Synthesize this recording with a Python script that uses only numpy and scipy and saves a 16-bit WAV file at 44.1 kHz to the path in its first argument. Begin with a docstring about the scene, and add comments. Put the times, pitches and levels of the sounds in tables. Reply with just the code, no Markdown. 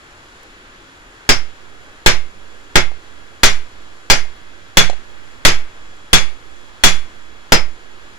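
"""Ten sharp hammer blows clank over the steady roar of a gas forge in a yard.
A hand hammer upsets a hot steel bar on a strapped-down anvil. Each blow cracks, briefly rings anvil,
tongs and stump, and scatters off fence and shed; now and then the bar hops and knocks back.
The burner whistles and the fire spits faintly. The blows overload a small two-microphone
recorder: its bias sags and the peaks are cut flat."""
import sys
import numpy as np
from scipy import signal
from scipy.fft import rfft, irfft
from scipy.io import wavfile
from scipy.ndimage import uniform_filter1d

SR = 44100
rng = np.random.default_rng(int(sys.argv[2]) if len(sys.argv) > 2 else 0)


def unload_audio(sound):
    """Save the sound as a 16-bit wav file, at the path given as the first command line argument."""
    columns = np.transpose(np.atleast_2d(sound))
    # keep every value between -1 and 1, then stretch to whole-number steps
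    steps = np.round(np.clip(columns, -1, 1) * 32767)
    wavfile.write(sys.argv[1], SR, steps.astype(np.int16))


N = 360738

# Hammer blows. Each row: start in seconds, strength in dB, contact in ms, spot on the face
# (edge -1 to middle +1), left bias sag per unit of overload.
BLOWS = [(1.291, 3.5, 0.29, -0.66, 0.67), (2.061, 8, 0.36, -0.13, 0.84), (2.756, 7.5, 0.5, 0.22, 0.55),
         (3.433, 6.5, 0.19, 0.44, 1.2), (4.1, 6, 0.27, -0.16, 0.8), (4.771, 7, 0.23, 0.84, 0.063),
         (5.45, 7.5, 0.25, 0.11, 1.8), (6.131, 6, 0.19, 0.86, 0.05), (6.837, 6.5, 0.12, 1, 0.83),
         (7.521, 9.5, 0.57, -0.83, 0.81)]
# Spectrum of steel striking steel. Each row: frequency in Hz, gain in dB.
CRACK_EQ = [(40, -6.5), (150, -4.5), (400, -1), (1000, -1), (2000, 3.5), (3500, 0.5), (5500, -3.5),
            (8000, -8), (11000, -21), (16000, -37)]


def hammer():
    """The hammer strikes the bar, each time with its own force, contact and spot."""
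    out = np.zeros((2, N))
    for start_s, db, contact_ms, spot, _ in BLOWS:
        add(out, blow(contact_ms, spot) * undb(db), start_s)
    return out


def blow(contact_ms, spot):
    """Ring and crack, direct and scattered; longer contact drives the stump harder and damps sooner."""
    usual_contact_ms, crack_ms = 0.34, 11.4
    crack_db, scatter_db, echo_db = 1.5, 29, -7
    t = np.arange(2 * SR // 5) / SR
    longer_ms = contact_ms - usual_contact_ms
    t60_scale = 0.87 - 0.43 * longer_ms
    ring = anvil_ring(t, spot, t60_scale, stump_db=10.5 * longer_ms)
    scatter = yard_scatter(t, t60_scale)
    # echoes smear each mode into a rough cluster
    ring = ring + undb(echo_db) * signal.fftconvolve(scatter, ring, axes=1)[:, :len(t)]
    crack = undb(crack_db) * rng.standard_normal((2, len(t))) * np.exp(-1000 * t / crack_ms)
    impact = crack + undb(scatter_db) * scatter
    impact = np.array([colour(x, *np.transpose(CRACK_EQ)) for x in impact])
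    # soft hot steel lengthens the push and dulls the treble
    push_ms = np.clip(contact_ms / (2 * np.pi), .002, 1)
    pole = np.exp(-1000 / SR / push_ms)
    return signal.lfilter([1 - pole], [1, -pole], ring + impact)


def anvil_ring(t, spot, t60_scale, stump_db):
    """Decaying modes of anvil, tongs and stump, weighted by the spot struck."""
    # Pitch of each mode in Hz.
    mode_hz = [171, 361, 420, 640, 875, 1174, 1410, 1631, 2110, 2223, 2320, 2425, 3385, 3415, 3682, 4190,
               4240, 4565, 4920, 4988, 5146, 5626, 5733, 6385, 8520, 10700, 11040]
    # Same modes. Each row: base level in dB, base t60 in seconds.
    mode_decay = [(-20, 0.19), (-24.5, 0.18), (-20, 0.11), (-19.5, 0.051), (-7, 0.036), (-39, 0.26),
                  (-17.5, 0.11), (-10.5, 0.045), (-27, 0.37), (-24, 0.29), (-26, 0.29), (-23.5, 0.18),
                  (-16.5, 0.16), (-8.5, 0.094), (-13.5, 0.13), (-16, 0.11), (-12, 0.13), (-14.5, 0.072),
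                  (-11.5, 0.18), (-16, 0.18), (-19.5, 0.22), (-17.5, 0.22), (-14.5, 0.19), (-17.5, 0.2),
                  (-30, 0.16), (-36, 0.08), (-34, 0.091)]
    # Family of each mode: 0 is the stump, 1-4 follow the spot, 5 has no family gain.
    mode_family = [0, 0, 0, 0, 0, 5, 0, 0, 5, 5, 5, 5, 1, 1, 5, 5, 5, 5, 2, 2, 3, 4, 4, 5, 4, 5, 5]
    spot_slope_db = np.array([8, -6.5, -10, -4.5])  # families 1-4, per unit towards the middle
    spread_db, chatter_depth, chatter_ms = 1.5, 0.0056, 5.3
    hz = np.array(mode_hz)[:, None]
    db, t60_s = np.transpose(mode_decay)[:, :, None]
    family_db = np.array([stump_db, *(spot * spot_slope_db), 0])
    level_draw, phase_draw = rng.standard_normal((2, len(hz), 1))
    gain = undb(db + family_db[mode_family, None] + spread_db * level_draw)
    envelope = gain * 1000 ** (-t / (t60_s * t60_scale))
    # the bar chatters on the face and roughens every pitch
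    hold = int(chatter_ms * SR / 1000)
    chatter = np.sqrt(hold) * uniform_filter1d(rng.standard_normal((len(hz), len(t))), hold)
    phase = 2 * np.pi * hz * np.cumsum(1 + chatter_depth * chatter, axis=1) / SR
    # high modes radiate unevenly and reach the two microphones in different phases
    leads_rad = (0, phase_draw * hz / 2200)
    return np.array([np.sum(envelope * np.sin(phase + lead), axis=0) for lead in leads_rad])


def yard_scatter(t, t60_scale):
    """Dense echoes of unit energy: near clatter dies fast, a weaker share from far fences lasts."""
    # Echo bands. Each row: centre in Hz, base t60 in seconds.
    echo_bands = [(60, .45), (160, 0.19), (420, 0.21), (1100, 0.25), (2200, 0.27), (4000, 0.24),
                  (7700, 0.22), (14000, 0.39)]
    # Scatter common to both microphones. Each row: frequency in Hz, coherence 0-1.
    echo_coherence = [(60, 0.94), (300, 0.64), (700, 0), (1500, 0)]
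    near_stretch, late_stretch, build_up_ms = 0.71, 1.7, 2.8
    late_db, air_loss_db_per_khz = -15, 0.84
    hz = np.fft.rfftfreq(len(t), 1 / SR)
    alike = along(hz, *np.transpose(echo_coherence))
    left, other = rfft(rng.standard_normal((2, len(t))))
    sides = np.array([left, alike * left + np.sqrt(1 - alike ** 2) * other])
    centres_hz = np.array(echo_bands)[:, 0]
    out = 0
    for centre_hz, t60_s in echo_bands:
        band = along(hz, centres_hz, centres_hz == centre_hz)
        fall = 1000 ** (-t / (t60_s * t60_scale))
        near = fall ** (1 / near_stretch)
        late = undb(late_db - air_loss_db_per_khz * centre_hz / 1000) * fall ** (1 / late_stretch)
        out = out + irfft(sides * band, len(t)) * (near + late)
    out = out / np.sqrt(np.mean(np.sum(out ** 2, axis=1)))
    return out * (1 - np.exp(-1000 * t / build_up_ms))


def bar_hops():
    """The bar hops and lands on the face: a two-tone knock, a clink and a tick of noise."""
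    # Landings. Each row: start in seconds, level in dB, pitch in Hz, relative clink and tick in dB.
    hops = [(2.916, -30.5, 740, -19, -15), (4.255, -39, 740, -12, -10), (4.898, -12.5, 720, -12, -7),
            (4.931, -25.5, 755, -10, -7)]
    attack_s, t60_s, clink_hz = 0.00038, 0.025, 4100
    under_ratio, under_db = 0.8, -3.5
    out = np.zeros((2, N))
    t = np.arange(SR // 20) / SR
    envelope = (1 - np.exp(-t / attack_s)) * 1000 ** (-t / t60_s)
    for start_s, db, hz, clink_db, tick_db in hops:
        noise = rng.standard_normal((2, len(t)))
        tick = undb(tick_db) * np.array([colour(x, *np.transpose(CRACK_EQ)) for x in noise])
        knock = np.sin(2 * np.pi * hz * t) + undb(under_db) * np.sin(2 * np.pi * under_ratio * hz * t)
        clink = undb(clink_db) * np.sin(2 * np.pi * clink_hz * t)
        add(out, undb(db) * envelope * (knock + clink + tick), start_s)
    return out


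def forge_roar(lag_s):
    """The gas flame roars in octave bands that swell together and flicker alone."""
    # Flame spectrum. Each row: frequency in Hz, relative density in dB.
    spectrum = [(20, 9), (50, 2.5), (110, -1), (170, -8), (320, -1), (700, -5.5), (1500, -1.5), (2400, -7),
                (3300, -9.5), (5000, -16.5), (8000, -25.5), (12000, -33), (16000, -41)]
    # Roar common to both microphones. Each row: frequency in Hz, coherence 0-1.
    roar_coherence = [(60, 0.91), (300, 0.86), (700, 0.47), (1500, 0.44), (3000, 0.42), (8000, 0)]
    rms_db, swell_db, flicker_db = -42.5, 0.067, 0.62
    hz = np.fft.rfftfreq(N, 1 / SR)
    alike = along(hz, *np.transpose(roar_coherence))
    right, other = rfft(rng.standard_normal((2, N))) * undb(along(hz, *np.transpose(spectrum)))
    delayed = right * np.exp(-2j * np.pi * hz * lag_s)
    sides = np.array([alike * delayed + np.sqrt(1 - alike ** 2) * other, right])
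    centres_hz = 30 * 2 ** np.arange(10)
    out, swell = 0, walk(rate_hz=1.3)
    for centre_hz in centres_hz:
        band = along(hz, centres_hz, centres_hz == centre_hz)
        out = out + irfft(sides * band, N) * undb(swell_db * swell + flicker_db * walk(rate_hz=8.4))
    return unit(out) * undb(rms_db)


def burner_whistle(lag_s):
    """The burner's wavering whistle starts weak and settles to full strength."""
    # Partials. Each row: frequency in Hz, settled level in dB.
    partials = [(1669, -53), (3338, -55.5), (4167, -70)]
    start_db, settle_s, waver_db, drift_depth = -4, 4.4, 1.2, 0.001226
    clock_s = np.cumsum(1 + drift_depth * walk(rate_hz=2)) / SR - np.array([[lag_s], [0]])
    settle_db = start_db * np.exp(-(np.arange(N) / SR / settle_s) ** 2)
    out = np.zeros((2, N))
    for hz, db in partials:
        out += undb(db + settle_db + waver_db * walk(rate_hz=2.67)) * np.sin(2 * np.pi * hz * clock_s)
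    return out


def fire_spits(decay_s=0.0014):
    """The fire spits faint ticks of bright noise."""
    # Each row: start in seconds, gain in dB.
    spits = [(0.4324, -43), (5.1044, -57)]
    out = np.zeros((2, N))
    t = np.arange(SR // 50) / SR
    for start_s, db in spits:
        hiss = np.diff(rng.standard_normal((2, len(t) + 1)))
        add(out, undb(db) * hiss * np.exp(-t / decay_s), start_s)
    return out


def undb(db):
    return 10 ** (np.asarray(db) / 20)


def unit(x):
    """Scale to rms 1."""
    return x / np.sqrt(np.mean(x ** 2))


def along(hz, at_hz, values):
    """Interpolate on a log-frequency axis."""
    return np.interp(np.log(np.maximum(hz, 1)), np.log(at_hz), values)


def colour(x, at_hz, db):
    """Minimum-phase filter with the given gains."""
    size = 2048
    gain = undb(along(np.fft.rfftfreq(size, 1 / SR), at_hz, db))
    cepstrum = irfft(np.log(gain))
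    cepstrum[1:size // 2] *= 2
    cepstrum[size // 2 + 1:] = 0
    response = irfft(np.exp(rfft(cepstrum)))
    return signal.fftconvolve(x, response)[:len(x)]


def walk(rate_hz):
    """Random steps, smoothed twice; rms 1."""
    hold = int(SR / rate_hz)
    steps = np.repeat(rng.standard_normal(N // hold + 1), hold)
    return unit(uniform_filter1d(uniform_filter1d(steps, hold), hold)[:N])


def add(out, x, start_s):
    """Mix in a two-channel sound."""
    i = int(start_s * SR)
    out[:, i:i + x.shape[1]] += x[:, :N - i]


def scene():
    """Anvil work over the forge, which stands to one side."""
    left_lag_s = 0.00023
    return hammer() + bar_hops() + forge_roar(left_lag_s) + burner_whistle(left_lag_s) + fire_spits()


def record(dry):
    """Port resonances, capsule saturation, bias sag, coupling capacitors, hard clip and top cut."""
    # Microphone port response. Each row: frequency in Hz, left gain in dB, right gain in dB.
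    ports = [(100, 0, 0), (3800, 0, 0), (5200, 2, 0), (5900, 4, -1), (6550, 7, -3), (7300, 12, -1),
             (7900, 4, -2), (8600, -1, 0), (10000, -8, 6), (10700, -10, 12), (11400, -11, 6),
             (12100, -10, 1), (13400, -6, -2), (16000, -3, -2)]
    capsule_db, clip_db, coupling_hz, top_hz = 4, -0.4, (1.36, 1.42), 15780
    sag_knee_db, sag_ms, right_sag = (-25.5, -28), 16, 3.34
    hz, *gains_db = np.transpose(ports)
    out = np.array([colour(x, hz, db) for x, db in zip(dry, gains_db)])
    out = undb(capsule_db) * np.tanh(out / undb(capsule_db))
    # loud sound drains each capsule's bias and pulls the zero line down
    pole = np.exp(-1000 / SR / sag_ms)
    loudness = signal.lfilter([1 - pole], [1, -pole], np.abs(out))
    overload = np.maximum(loudness - undb(sag_knee_db)[:, None], 0)
    starts_s, *_, left_sag = np.transpose(BLOWS)
    latest_blow = np.maximum(np.searchsorted(starts_s, np.arange(N) / SR) - 1, 0)
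    out = out - np.array([left_sag[latest_blow], np.full(N, right_sag)]) * overload
    # the capacitors turn the sag into a slow swing the other way
    for corner_hz in coupling_hz:
        out = signal.lfilter(*signal.butter(1, corner_hz, "high", fs=SR), out)
    clipped = np.clip(out, -undb(clip_db), undb(clip_db))
    out = signal.sosfilt(signal.ellip(8, .1, 50, top_hz, fs=SR, output="sos"), clipped)
    return np.clip(out, -1, 1)


dry = scene()
out = record(dry)
unload_audio(out)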